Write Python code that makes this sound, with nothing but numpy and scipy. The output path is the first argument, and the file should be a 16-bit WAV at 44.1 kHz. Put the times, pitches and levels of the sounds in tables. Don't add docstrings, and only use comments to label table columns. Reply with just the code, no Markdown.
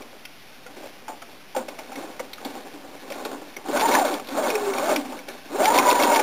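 import sys
import numpy as np
from scipy import signal
from scipy.fft import rfft, irfft
from scipy.io import wavfile

SR = 44100
rng = np.random.default_rng(int(sys.argv[2]) if len(sys.argv) > 2 else 0)


def amp(db):
    return 10 ** (np.asarray(db, float) / 20)


def materialize(psi):
    bounded = np.clip(np.atleast_2d(psi).T, -1, 1)
    quanta = np.round(bounded * 32767).astype(np.int16)
    wavfile.write(sys.argv[1], SR, quanta)


N = 274302

# (time [s], peak level [dB], main ring [Hz], t60 [s])
THUMP_BLOWS = [(0.127, -36.5, 542, 0.066), (0.658, -34, 492, 0.22), (0.767, -35.5, 363, 0.17),
               (0.834, -34, 558, 0.2), (0.856, -33.5, 552, 0.15), (1.08, -24, 875, 0.24),
               (1.089, -27.5, 719, 0.28), (1.221, -33, 688, 0.092), (1.548, -20.5, 870, 0.077),
               (1.563, -13.5, 523, 0.13), (1.682, -23.5, 567, 0.098), (1.786, -28, 646, 0.14),
               (1.918, -27.5, 790, 0.11), (2.194, -23.5, 960, 0.054), (2.199, -19.5, 494, 0.099),
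               (2.449, -23.5, 630, 0.033), (2.456, -24.5, 278.7, 0.14), (2.735, -31, 303, 0.13),
               (3.102, -25.5, 552, 0.15), (3.251, -20, 830, 0.057), (3.257, -22.5, 448, 0.12),
               (3.314, -24, 553, 0.13), (3.329, -25.5, 285.7, 0.2), (3.415, -29.5, 299, 0.19),
               (3.565, -27.5, 350, 0.063), (3.685, -19, 293, 0.14), (4.146, -25.5, 860, 0.06),
               (4.196, -22, 576, 0.044), (5.05, -25.5, 260, 0.29), (5.122, -27, 896, 0.13),
               (5.282, -26.5, 525, 0.072), (5.928, -32, 744.4, 0.091)]
# (frequency [Hz], width [Hz], level [dB])
HOUSING_MODES = [(265.8, 50, -1), (327, 70, -1.5), (386, 88, -2), (518, 90, -3), (604.4, 60, -0.5),
                 (774, 65, -0.5), (901.5, 80, -3.5), (1112, 110, -6), (1460, 200, -11)]
# (frequency [Hz], width [Hz], level [dB])
METAL_MODES = [(1466, 94, -3), (1750, 170, -3.5), (2175, 200, -3), (2691, 450, -4.5), (3006, 400, -6),
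               (3842, 520, -3)]
# (time [s], tooth rate of the drive [Hz], whine level before surge and housing [dB])
MOTOR_RUNS = [
    [(3.66, 248.6, -38), (3.726, 509, -24.5), (3.756, 629, -18.5), (3.798, 778, -26), (3.852, 911, -12),
     (3.9, 920.4, -24), (3.952, 1013, -18.5), (3.988, 879, -17.5), (4.028, 722, -14.5),
     (4.078, 494.6, -30.5), (4.108, 364.6, -26.5), (4.16, 244.6, -28.5)],
    [(4.31, 243, -26), (4.348, 308, -33.5), (4.389, 653, -17.5), (4.436, 587.7, -22), (4.49, 500.6, -25.5),
     (4.558, 426, -18), (4.61, 413.4, -32), (4.665, 403, -18), (4.732, 379.4, -29), (4.781, 441, -41.5),
     (4.844, 630, -18.5), (4.89, 707, -24.5), (4.931, 610, -18), (4.955, 373, -28), (4.985, 275.6, -22),
     (5.01, 255, -25.5)],
    [(5.51, 223, -33.5), (5.554, 393, -25), (5.597, 583, -17.5), (5.648, 785, -14), (5.697, 895, -13),
     (5.745, 968, -19), (5.79, 999, -14), (5.83, 1019, -25), (5.885, 980, -10.5), (5.935, 967.5, -16.5),
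     (6.0, 961, -21.5), (6.088, 955.4, -17), (6.17, 901, -15), (6.22, 812, -14)],
]
# (time [s], peak level [dB], main ring [Hz])
HOOK_CLACKS = [(3.8084, -19, 2410), (3.9484, -9, 1712), (4.139, -21, 3376), (4.5013, -16, 2490),
               (4.782, -19, 2439), (4.9601, -10.5, 2354), (5.654, -8.5, 2326), (5.7852, -8, 2452),
               (5.909, -11, 2590), (6.0328, -10, 2654), (6.1576, -12, 2410)]
FULL_HZ = 903


def evened(x):
    return x / np.sqrt(np.mean(x ** 2) + 1e-20)


def add(mix, s, sound):
    part = mix[round(s * SR):][:len(sound)]
    part += sound[:len(part)]


def resonate(x, hz, width):
    r = np.exp(-np.pi * width / SR)
    return signal.lfilter([1 - r, 0, r - 1], [1, -2 * r * np.cos(2 * np.pi * hz / SR), r * r], x)


def body(x, modes):
    return sum((-1) ** k * amp(db) * resonate(x, hz, width) for k, (hz, width, db) in enumerate(modes))


def wobble(count, hz):
    f = np.fft.rfftfreq(count, 1 / SR)
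    return evened(irfft(rfft(rng.standard_normal(count)) / (1 + (f / hz) ** 4), count))


def air():
    # (frequency [Hz], relative level [dB per Hz])
    hiss_curve = [(24, -52), (40, -24.5), (196, -3), (342, -15), (1780, -10), (2320, -7), (3900, -11),
                  (5070, -39), (8580, -120)]
    f, level_db = np.transpose(hiss_curve)
    hz = np.fft.rfftfreq(N, 1 / SR)
    colour = amp(np.interp(np.log(hz + 1), np.log(f + 1), level_db))
    return amp(-52) * evened(irfft(rfft(rng.standard_normal(N)) * colour, N))


def room(x, t60=0.23):
    t = np.arange(SR // 3) / SR
    tail = rng.standard_normal(len(t)) * amp(-60 * t / t60) * (t > 0.004)
    return signal.fftconvolve(x, tail / np.linalg.norm(tail))[:N]


def table_boom(rumble_db):
    boom = evened(resonate(resonate(rng.standard_normal(N), 115, 60), 115, 60))
    return amp(-71 + 0.49 * (rumble_db + 48)) * boom


def shaft():
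    spin_up_s, coast_s = 0.027, 0.074
    points = []
    for run in MOTOR_RUNS:
        points.append((run[0][0] - spin_up_s, 1))
        points.extend(row[:2] for row in run)
        points.append((run[-1][0] + coast_s, 1))
    hz = np.interp(np.arange(N) / SR, *np.transpose(points))
    return hz, np.cumsum(hz) / SR


def motion():
    # (time of the peak [s], rise [s], fall [s], housing rumble [dB], metal rattle [dB])
    rubs = [(0.005, 0.055, 0.049, -39, -57.5), (0.14, 0.053, 0.045, -53, -60), (0.5, 0.22, 0.12, -57, -52),
            (0.818, 0.12, 0.19, -42.5, -47.5), (1.299, 0.07, 0.11, -47, -52), (1.748, .1, 0.29, -43, -50),
            (2.021, 0.16, .16, -35.5, -44), (2.482, 0.15, 0.33, -38.5, -44.5),
            (2.85, 0.027, 0.085, -41.5, -53), (3.01, 0.054, 0.043, -38.5, -50.5),
            (3.201, 0.17, 0.089, -35, -42), (3.345, .08, 0.055, -33, -49), (3.471, 0.043, 0.2, -44.5, -49),
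            (4.288, 0.084, 0.055, -35.5, -43), (5.172, 0.2, 0.087, -37.5, -44.5),
            (5.298, 0.029, 0.13, -40, -42.5), (5.46, 0.076, 0.04, -42, -46)]
    t = np.arange(N) / SR
    hz, teeth = shaft()

    load = 0
    for s, _, _ in HOOK_CLACKS:
        past_load = teeth - teeth[round(s * SR)] + 6.5
        load = load + np.exp(-0.5 * (past_load / 23) ** 2)
    octaves = np.log2(hz / FULL_HZ) * np.where(hz > 1, 1, 10)
    motor_rumble_db = -23 + 7 * octaves + 3.5 * load
    motor_rattle_db = -33.5 + 6 * octaves + 4 * load
    rumble = amp(2 * -55) + amp(2 * motor_rumble_db)
    rattling = amp(2 * -66.5) + amp(2 * motor_rattle_db)

    for s, rise_s, fall_s, rumble_db, rattle_db in rubs:
        shape_db = -10.5 * np.maximum((s - t) / rise_s, (t - s) / fall_s)
        rumble = rumble + amp(2 * (rumble_db + shape_db))
        rattling = rattling + amp(2 * (rattle_db + shape_db))

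    for s, peak_db, _, _ in THUMP_BLOWS:
        shake = amp(2 * (peak_db - 60 * abs(t - s) / 0.3)) * np.clip((t - s) / 0.02, 0, 1)
        rumble = rumble + amp(2 * -15) * shake
        rattling = rattling + amp(2 * -28.5) * shake
    return 10 * np.log10(rumble), 10 * np.log10(rattling)


def rattle(modes, per_s, spread_db, smooth, flutter_db):
    hits = (rng.random(N) < per_s / SR) * rng.choice([-1., 1.], N)
    hits = hits * amp(spread_db * np.minimum(rng.exponential(1, N), 3))
    drive = smooth * rng.standard_normal(N) + evened(hits)
    flutter = amp(flutter_db * wobble(count=N, hz=26.4))
    return evened(body(drive * flutter, modes))


def works(rumble_db, rattle_db):
    dull_modes = [(f, width, db - 2.9 * np.log2(f / 600)) for f, width, db in HOUSING_MODES]
    dull = rattle(dull_modes, per_s=250, spread_db=2.0, smooth=1.6, flutter_db=2.0)
    bright = rattle(HOUSING_MODES, per_s=370, spread_db=0.5, smooth=1.5, flutter_db=1.63)
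    vigour = np.clip((rumble_db + 38) / 8, 0, 1)
    housing = np.sqrt(1 - vigour) * dull + np.sqrt(vigour) * bright
    metal = rattle(METAL_MODES, per_s=300, spread_db=1.0, smooth=1.7, flutter_db=1.75)
    return amp(rumble_db) * housing + amp(rattle_db) * metal


def whine(rows, first_surge_teeth):
    wheel_teeth = 29.3
    s, hz, level_db = np.transpose(rows)
    t = np.arange(s[0], s[-1], 1 / SR)
    rate = np.interp(t, s, hz)
    cycles = np.cumsum(rate * (1 + 0.018 * wobble(count=len(t), hz=70))) / SR
    wheel_turns = (np.cumsum(rate) / SR - first_surge_teeth) / wheel_teeth
    surge = 0.2 + abs(np.cos(np.pi * wheel_turns)) ** 1.2
    tone = np.sin(2 * np.pi * cycles) + amp(-20) * np.sin(4 * np.pi * cycles)
    tone = tone * amp(np.interp(t, s, level_db)) * surge
    tone = tone * signal.windows.tukey(len(t), 0.05)
    return 0.84 * tone + 0.27 * body(tone, HOUSING_MODES)


def blows(events, modes, rise_s, contact_s, share, narrow_db, spill):
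    out = np.zeros(N)
    t = np.arange(SR // 4) / SR
    rise = np.minimum(1, t / rise_s)
    for s, peak_db, hz, t60 in events:
        fade = amp(-60 * t / t60)
        push = rng.standard_normal(len(t)) * (np.exp(-t / contact_s) + 0.66 * fade) * rise
        near = [(f, width, db - narrow_db * abs(np.log2(f / hz))) for f, width, db in modes]
        crack = spill * resonate(push, 1800, 2400)
        rough = body(push, near) + crack
        ring = np.sin(2 * np.pi * hz * t) * fade * rise
        sound = share * ring + (1 - share) * rough / abs(rough).max()
        add(out, s, amp(peak_db) * sound / abs(sound).max())
    return out


def around_stitches(after_teeth, full_db, ring_hz, t60):
    hz, teeth = shaft()
    at = np.searchsorted(teeth, [teeth[round(s * SR)] + after_teeth for s, _, _ in HOOK_CLACKS])
    return [(k / SR, full_db + 10.5 * np.log2(hz[k] / FULL_HZ), ring_hz, t60) for k in at if k < N]


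def thumps():
    needle = around_stitches(after_teeth=-41, full_db=-13, ring_hz=589.5, t60=0.24)
    return blows(THUMP_BLOWS + needle, HOUSING_MODES, rise_s=0.0012, contact_s=0.0029,
                 share=0.36, narrow_db=5.5, spill=0.068)


def clacks():
    # (time [s], peak level [dB], main ring [Hz])
    single_clacks = [(0.019, -31, 2335), (0.251, -27, 2664), (0.6629, -31.5, 1407), (1.0814, -32, 1616),
                     (1.2186, -31, 1314), (1.404, -41, 1300), (1.5613, -29, 1460), (1.685, -27, 2580),
                     (1.7884, -28.5, 2407), (1.928, -37, 2200), (1.956, -27.5, 2200), (2.1933, -27.5, 1990),
                     (2.3311, -22, 4020), (2.3804, -32, 1255), (2.4475, -21, 3460), (3.0999, -30, 2580),
                     (3.1206, -24, 2350), (3.249, -23, 3810), (3.5638, -23.5, 2173), (3.769, -16, 1460),
                     (4.05, -24.5, 3450), (4.1629, -39, 1750), (4.1966, -33, 2400), (4.271, -26, 3900),
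                     (4.286, -25, 3420), (4.305, -36, 3450), (4.5523, -15.5, 2510), (4.735, -21, 2286),
                     (5.188, -31, 2240), (5.2851, -24, 2276), (6.1934, -15.5, 2370)]
    events = [(s, db, hz, 95 / hz) for s, db, hz in single_clacks]
    events += around_stitches(after_teeth=-34, full_db=-19, ring_hz=2175.5, t60=0.1)
    events += around_stitches(after_teeth=-9.5, full_db=-15.5, ring_hz=3847, t60=0.008)
    events += [(*row, 0.038) for row in HOOK_CLACKS]
    events += around_stitches(after_teeth=41, full_db=-21.5, ring_hz=1548, t60=0.008)
    return blows(events, METAL_MODES, rise_s=0.002, contact_s=0.004, share=0.42, narrow_db=11.5, spill=0.14)


def scene():
    first_surges = [8.6, 1.9, 10.1]
    rumble_db, rattle_db = motion()
    machine = works(rumble_db, rattle_db)
    for rows, first_surge_teeth in zip(MOTOR_RUNS, first_surges):
        add(machine, rows[0][0], whine(rows, first_surge_teeth))
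    machine = machine + thumps() + clacks()
    machine = machine + amp(-13.5) * room(machine)
    thin = signal.butter(4, 185, "highpass", fs=SR, output="sos")
    return (signal.sosfilt(thin, machine) + table_boom(rumble_db) + air())[None]


def roll_off(x):
    return signal.sosfilt(signal.butter(12, 15970, fs=SR, output="sos"), x)


def record(dry):
    steps = 128
    coarse = signal.resample_poly(dry, 80, 441, axis=1)
    coarse = np.floor(np.clip(coarse, -1, 1) * steps) / steps
    held = coarse[:, np.arange(N) * 80 // 441]
    held = signal.filtfilt(signal.firwin(201, 15650, fs=SR), 1, held)
    return roll_off(held)


dry = scene()
out = record(dry)
materialize(out)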